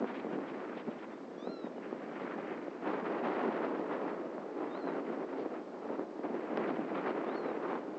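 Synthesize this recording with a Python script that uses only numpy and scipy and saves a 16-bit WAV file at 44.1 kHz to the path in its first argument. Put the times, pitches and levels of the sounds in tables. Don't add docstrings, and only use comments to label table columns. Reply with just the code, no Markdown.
import sys
import numpy as np
from scipy import signal
from scipy.fft import rfft, irfft
from scipy.io import wavfile
from scipy.ndimage import uniform_filter1d

SR = 44100
rng = np.random.default_rng(int(sys.argv[2]) if len(sys.argv) > 2 else 0)


def persist_wave(psi):
    counts = np.round(np.clip(psi, -1, 1) * 32767).astype(np.int16)
    wavfile.write(sys.argv[1], SR, np.atleast_2d(counts).T)


N = 351918
TIME = np.arange(N) / SR


def undb(db):
    return 10 ** (np.asarray(db) / 20)


def unit(x):
    return x / np.sqrt(np.mean(x ** 2))


def curves(table):
    times, *columns = np.transpose(table)
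    return [np.interp(TIME, times, column) for column in columns]


def walk(hz):
    f = np.arange(N // 2 + 1) * SR / N
    spectrum = rfft(rng.standard_normal(N)) * np.exp(-(f / hz) ** 2)
    return unit(irfft(spectrum * f / (f + hz / 10), N))


def eq_gain(colour, f):
    hz, db = np.transpose(colour)
    return undb(np.interp(np.log(f), np.log(hz), db))


def noise(colour, weight=lambda f: 1):
    f = np.arange(1, N // 2 + 2) * SR / N
    return irfft(rfft(rng.standard_normal(N)) * eq_gain(colour, f) * weight(f), N)


def low_cut(x, cutoff_hz=209.6):
    return signal.sosfilt(signal.butter(7, cutoff_hz, "high", fs=SR, output="sos"), x)


def eddies(lo_hz, hi_hz):
    # (frequency [Hz], level [dB])
    turbulence = [(150, 0.5), (210, -5.5), (300, 0), (420, -1.94), (600, -6.5), (850, -11), (1300, -14.5),
                  (2000, -19), (2800, -27.5), (4000, -40), (5500, -51), (8000, -67.5)]
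    band = noise(turbulence, lambda f: 1 / np.sqrt((1 + (lo_hz / f) ** 8) * (1 + (f / hi_hz) ** 8)))
    return unit(low_cut(band))


def flutter(swirl, depth_db):
    return unit(undb(depth_db * 2 * np.tanh(swirl / 2)))


def wind(surge_depth_db=0.5, surge_hz=8.8, rush_waver_db=0.65, middle_share=0.88, finest_growth=0.47):
    # (time [s], rumble of large eddies [dB], rush of fast air [dB])
    gusts = [(0.0, -44.5, -53.5), (0.66, -43.5, -54), (1.3, -48, -64.5), (1.72, -46.5, -63),
             (2.3, -43, -51), (2.54, -43.5, -54.5), (2.8, -48.5, -60.5), (2.87, -40, -53), (3.4, -36, -48),
             (4.06, -39.5, -55.5), (4.27, -41.5, -60), (4.53, -42.5, -61.5), (4.9, -39, -53.5),
             (5.25, -40.5, -57), (5.56, -39, -57.5), (5.65, -46.5, -66.5), (5.93, -39.5, -56.5),
             (6.12, -47, -68), (6.26, -43.5, -58.5), (6.5, -38, -51.5), (6.62, -35.5, -48),
             (6.87, -42.5, -55.5), (7.0, -38.5, -50), (7.55, -39, -54), (7.74, -39, -50.5),
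             (7.83, -42.5, -61), (7.98, -40.5, -59.5)]
    # (time [s], half length [s], rumble lift [dB], rush lift [dB])
    puffs = [(0.023, 0.017, 9.5, -2), (0.042, 0.0077, 4, 0), (0.329, 0.021, 4, 0.5),
             (0.886, 0.013, 7, -0.5), (0.997, 0.011, -1, -3), (1.036, 0.016, -3.5, 7),
             (1.118, 0.016, 0.5, 4), (1.504, 0.03, 7, 0), (1.662, 0.015, 4, 6), (2.379, .01, 6, 0.5),
             (2.89, 0.051, 4, 6), (3.066, 0.0099, 2.5, 5), (3.258, 0.01, 7.5, 5.5), (3.462, 0.016, 4, -0.5),
             (3.649, 0.012, 3.5, 3.5), (3.932, 0.026, 2, 4.5), (4.092, 0.035, 1.5, 6),
             (4.62, 0.039, 3, 4.5), (4.756, 0.015, 0.5, 3.5), (5.56, 0.016, -2.5, 3),
             (6.01, 0.017, 5.5, 3.5), (6.251, 0.011, 10, 5.5), (6.342, 0.023, 6, 3.5),
             (6.595, 0.0087, 2.5, 0.5), (6.7, 0.02, 3.5, 1), (6.786, 0.017, 4.5, 1),
             (6.937, 0.0048, 2.5, 0), (6.966, 0.015, 3.5, 3), (7.076, 0.012, 3, -1), (7.11, 0.0082, 3, 4),
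             (7.35, .015, -1, 0), (7.446, 0.013, 1, 2), (7.702, 0.012, 4.5, 4)]
    # (time [s], half length [s], rumble lift [dB], rush lift [dB])
    lulls = [(0.13, .008, -1, -3), (0.265, 0.016, -0.5, -6.5), (0.385, 0.014, 2, -8),
             (.53, 0.018, 0.5, -1.5), (0.742, 0.014, -1.5, 1), (0.836, .014, -3, -5),
             (1.193, .03, -2.5, 0.5), (3.218, 0.0095, 1, -4.5), (3.844, 0.02, 0.5, -3.5),
             (4.82, 0.012, -3, -5), (5.045, 0.022, -3, -5), (5.262, .016, -4, -5), (5.49, 0.016, -6, -4),
             (5.97, 0.0081, -4, -3), (6.445, .04, -3, -2), (6.533, .018, -1, -4.5), (6.903, 0.013, -4, 3.5),
             (6.919, 0.0061, 10, -5.5), (7.024, 0.013, -3.5, -2), (7.135, .01, -0.5, -4),
             (7.407, 0.015, -1, -3), (7.58, 0.016, -2, -1.5)]
    # (time [s], share of the flow that grazes the port [0-1])
    turns = [(0, 0.84), (1, 0.72), (1.4, 0.41), (1.9, 0.76), (2.6, 0.75), (2.9, 0.24), (4, 0.066),
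             (5.2, 0.17), (6.3, 0.1), (6.75, 0.95), (7.1, 0.3), (7.6, 0), (7.96, 0.17)]
    rumble_db, rush_db = curves(gusts)
    grazing, = curves(turns)
    surge_db = surge_depth_db * walk(surge_hz)
    rumble_db += surge_db
    rush_db += surge_db + rush_waver_db * walk(16)
    for at_s, half_s, rumble_lift_db, rush_lift_db in puffs + lulls:
        swell = np.exp(-.5 * ((TIME - at_s) / half_s) ** 2)
        rumble_db += rumble_lift_db * swell
        rush_db += rush_lift_db * swell
    swirl = unit(walk(37) + 1.2 * walk(150))
    deep = eddies(40, 257) * flutter(walk(25), 0.49)
    large = unit(eddies(280, 440) * flutter(swirl, 0.94) + eddies(400, 788) * flutter(swirl, 2.3))
    middle = eddies(762, 1274) * flutter(unit(swirl + 0.47 * walk(90)), 1.6)
    small = eddies(1266, 3000) * flutter(unit(swirl + walk(120)), 1.96)
    finest = eddies(3000, 12000) * flutter(unit(swirl + walk(120)), 3.7)
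    middle_db = middle_share * rush_db + (1 - middle_share) * (rumble_db - 14)
    finest_db = rush_db + finest_growth * (rush_db - rush_db.mean())
    return (deep * undb(rumble_db - 8.5 + 7 * grazing)
            + large * undb(rumble_db - 0.5)
            + middle * undb(middle_db + 7.5 - 5 * grazing)
            + small * undb(rush_db + 0.08)
            + finest * undb(finest_db - 17))


def hiss(level_db=-68):
    # (frequency [Hz], level [dB])
    colour = [(30, 8.5), (100, 8), (1000, 6.5), (3000, 5.5), (4500, 4.5), (6000, -1), (8000, -4.5)]
    return unit(noise(colour)) * undb(level_db)


def buffets(trim_db=-3, wake_gain=0.18, wake_s=0.0027, leak_hz=400):
    # (time [s], peak before trim [dB], push length [ms])
    hits = [(.025, -21.5, 0.39), (0.043, -22.5, 0.3), (.246, -26, 0.42), (0.268, -29, 0.3),
            (0.331, -27.5, 0.86), (.357, -29, 0.97), (.381, -25.5, 0.66), (.388, -26, 0.29),
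            (.439, -33, 0.89), (0.571, -30, .6), (.882, -25.5, 1), (0.89, -32.5, 0.31), (1.38, -30.5, 0.6),
            (1.426, -32, 0.38), (1.472, -23, 0.52), (1.476, -26.5, 0.31), (1.643, -28, 0.95),
            (1.782, -28, 0.42), (1.9278, -25, 0.33), (2.52, -30, 0.6), (2.681, -27.5, 0.6),
            (3.369, -21.5, 0.32), (3.452, -31, 0.3), (3.487, -26, 0.57), (3.795, -24.5, 0.88),
            (4.381, -27, 0.33), (4.463, -37, 0.49), (4.776, -30, 0.19), (4.872, -25.5, 0.34),
            (5.101, -24, 0.5), (5.190, -37, 0.36), (5.46, -24.5, 0.55), (5.857, -30, 0.48),
            (5.994, -25.5, 0.33), (6.193, -26, 0.62), (6.5791, -20, 0.27), (6.710, -23, 0.55),
            (6.792, -22.5, 0.69), (6.931, -29, .45), (7.061, -27, .25), (7.093, -24, 0.32),
            (7.28, -27.5, 0.81), (7.347, -31, 0.14), (7.731, -22.5, 0.25)]
    out = np.zeros(N)
    t = np.arange(-1000, 2000) / SR
    leak = signal.butter(1, leak_hz, "high", fs=SR, output="sos")
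    for at_s, db, push_ms in hits:
        cusp = np.exp(-np.hypot(t * 1000 / push_ms, 0.5))
        ragged = unit(signal.fftconvolve(rng.standard_normal(len(t)), cusp, "same"))
        wake = wake_gain * ragged * np.exp(-abs(t) / wake_s)
        thump = low_cut(signal.sosfilt(leak, wake - cusp / cusp.max()))
        start = max(int((at_s + t[0]) * SR), 0)
        out[start:start + len(t)] += thump / abs(thump).max() * undb(db + trim_db)
    return out


def streaks(band_ratio=1.375, edge_ratio=2.03, flutter_db=2.5):
    # (time [s], half length [s], level [dB], band centre [Hz])
    bursts = [(0.09, 0.022, -55, 1720), (0.162, 0.02, -53.5, 1850), (0.2, .008, -52.5, 1900),
              (0.338, 0.014, -59, 1900), (0.493, 0.02, -55.5, 1750), (0.69, .012, -55, 1300),
              (0.79, 0.026, -55, 1900), (0.915, .012, -60, 1800), (1.0, .015, -59, 1800),
              (1.844, 0.024, -53.5, 1350), (2.166, 0.016, -51.5, 1350), (2.509, 0.041, -52.5, 1370),
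              (3.321, 0.047, -64, 2400), (3.639, 0.01, -40.5, 990), (3.645, 0.013, -60, 2230),
              (5.094, 0.042, -61, 1700), (5.404, 0.027, -63, 2400), (6.648, 0.018, -48, 1250),
              (6.69, 0.023, -61, 2200), (6.762, .006, -57, 1900), (6.955, .014, -51, 1300),
              (6.984, 0.014, -45, 940), (6.988, .012, -53, 1800), (7.071, 0.015, -38.5, 1030),
              (7.085, 0.022, -57, 2300), (7.65, .012, -42.5, 1010)]
    out = np.zeros(N)
    for (at_s, half_s, db, hz), white in zip(bursts, rng.standard_normal((len(bursts), SR // 2))):
        near = abs(TIME - at_s) < 2 * half_s
        band = signal.butter(1, [hz / band_ratio, hz * band_ratio], "band", fs=SR, output="sos")
        edge = signal.butter(7, hz * edge_ratio, fs=SR, output="sos")
        air = signal.sosfilt(np.vstack([band, edge]), white[:near.sum()])
        swell = np.exp(-.5 * ((TIME[near] - at_s) / half_s) ** 4)
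        out[near] += unit(air) * swell * undb(db)
    return out * flutter(walk(150), flutter_db)


def peep(start_s, length_s, top_hz, db, arch_hz):
    t = np.clip(TIME - start_s, 0, length_s)
    arch = abs(np.sin(np.pi * t / length_s))
    hz = top_hz - arch_hz * (1 - arch)
    return np.sqrt(2 * arch) * undb(db) * np.sin(2 * np.pi * np.cumsum(hz) / SR)


def mew(call, waver=0.0046, rough_db=1.5, fade_s=0.008, near_db=-60, top_hz=5500):
    # (multiple of the pitch, level [dB])
    partials = [(1, 3.5), (2, -11), (3, 0.2), (4, -13), (5, -3)]
    start_s, end_s = call[0][0], call[-1][0]
    peak_db = max(row[2] for row in call)
    hz, db = curves(call)
    hz = uniform_filter1d(hz, size=300) * (1 + waver * walk(150))
    phase = 2 * np.pi * np.cumsum(hz) / SR
    gate = np.clip(np.minimum(TIME - start_s, end_s - TIME) / fade_s + .5, 0, 1)
    air_db = min(peak_db - near_db, 0)
    tone = np.zeros(N)
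    for k, partial_db in partials:
        gain = undb(partial_db + air_db * max(k - 3, 0))
        dulling = np.sqrt(1 + (k * hz / top_hz) ** 28)
        tone += gain * np.sin(k * phase) / dulling
    return np.sqrt(2) * tone * gate * undb(db + rough_db * walk(110))


def birds(scatter_db=-19, scatter_s=0.05):
    # (start [s], length [s], top pitch [Hz], level [dB], arch height [Hz])
    peeps = [(1.11, 0.057, 3580, -75, 150), (1.764, .034, 2950, -69, 40)]
    # (time [s], pitch [Hz], level [dB])
    mews = [
        [(1.376, 1114, -68), (1.39, 1131, -66), (1.44, 1215, -63.5), (1.477, 1338, -65), (1.512, 1392, -65),
         (1.532, 1376, -60.5), (1.558, 1352, -64), (1.603, 1324, -66.5), (1.66, 1244, -68), (1.686, 1240, -72)],
        [(4.695, 1194, -76), (4.722, 1224, -66.5), (4.74, 1225, -65.5), (4.762, 1340, -65), (4.788, 1440, -73),
         (4.802, 1460, -73), (4.83, 1352, -65.5), (4.852, 1394, -74), (4.87, 1376, -66), (4.887, 1312, -66),
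         (4.925, 1270, -82)],
        [(7.25, 1125, -82), (7.296, 1205, -64), (7.328, 1345, -73), (7.362, 1466, -63), (7.395, 1420, -65),
         (7.412, 1383, -71), (7.432, 1386, -72), (7.464, 1335, -73), (7.496, 1290, -70), (7.523, 1240, -75)],
    ]
    calls = sum(peep(*note) for note in peeps) + sum(mew(call) for call in mews)
    t = TIME[:SR // 2]
    tail = rng.standard_normal(len(t)) * np.exp(-t / scatter_s)
    return calls + undb(scatter_db) * signal.fftconvolve(calls, tail / np.linalg.norm(tail))[:N]


def knocks(push_half_s=0.00071):
    # (time [s], peak [dB])
    hits = [(6.5737, -26), (7.787, -40)]
    # (frequency [Hz], level [dB])
    colour = [(300, 1), (700, 3), (1100, 1), (1800, -4), (2600, -12), (3400, -15), (4200, -23), (5300, -21),
              (6000, -46)]
    out = np.zeros(N)
    t = np.arange(-1024, 1024) / SR
    f = np.arange(1, len(t) // 2 + 2) * SR / len(t)
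    for at_s, db in hits:
        push = rfft(rng.standard_normal(len(t)) * np.exp(-.5 * (t / push_half_s) ** 2))
        crack = low_cut(irfft(push / abs(push) * eq_gain(colour, f)))
        out += np.interp(TIME, at_s + t, crack / abs(crack).max() * undb(db), left=0, right=0)
    return out


def scene():
    return (wind() + buffets() + streaks() + birds() + hiss() + knocks())[None]


def record(dry):
    return signal.sosfilt(signal.butter(28, 8000, fs=SR, output="sos"), dry)


dry = scene()
out = record(dry)
persist_wave(out)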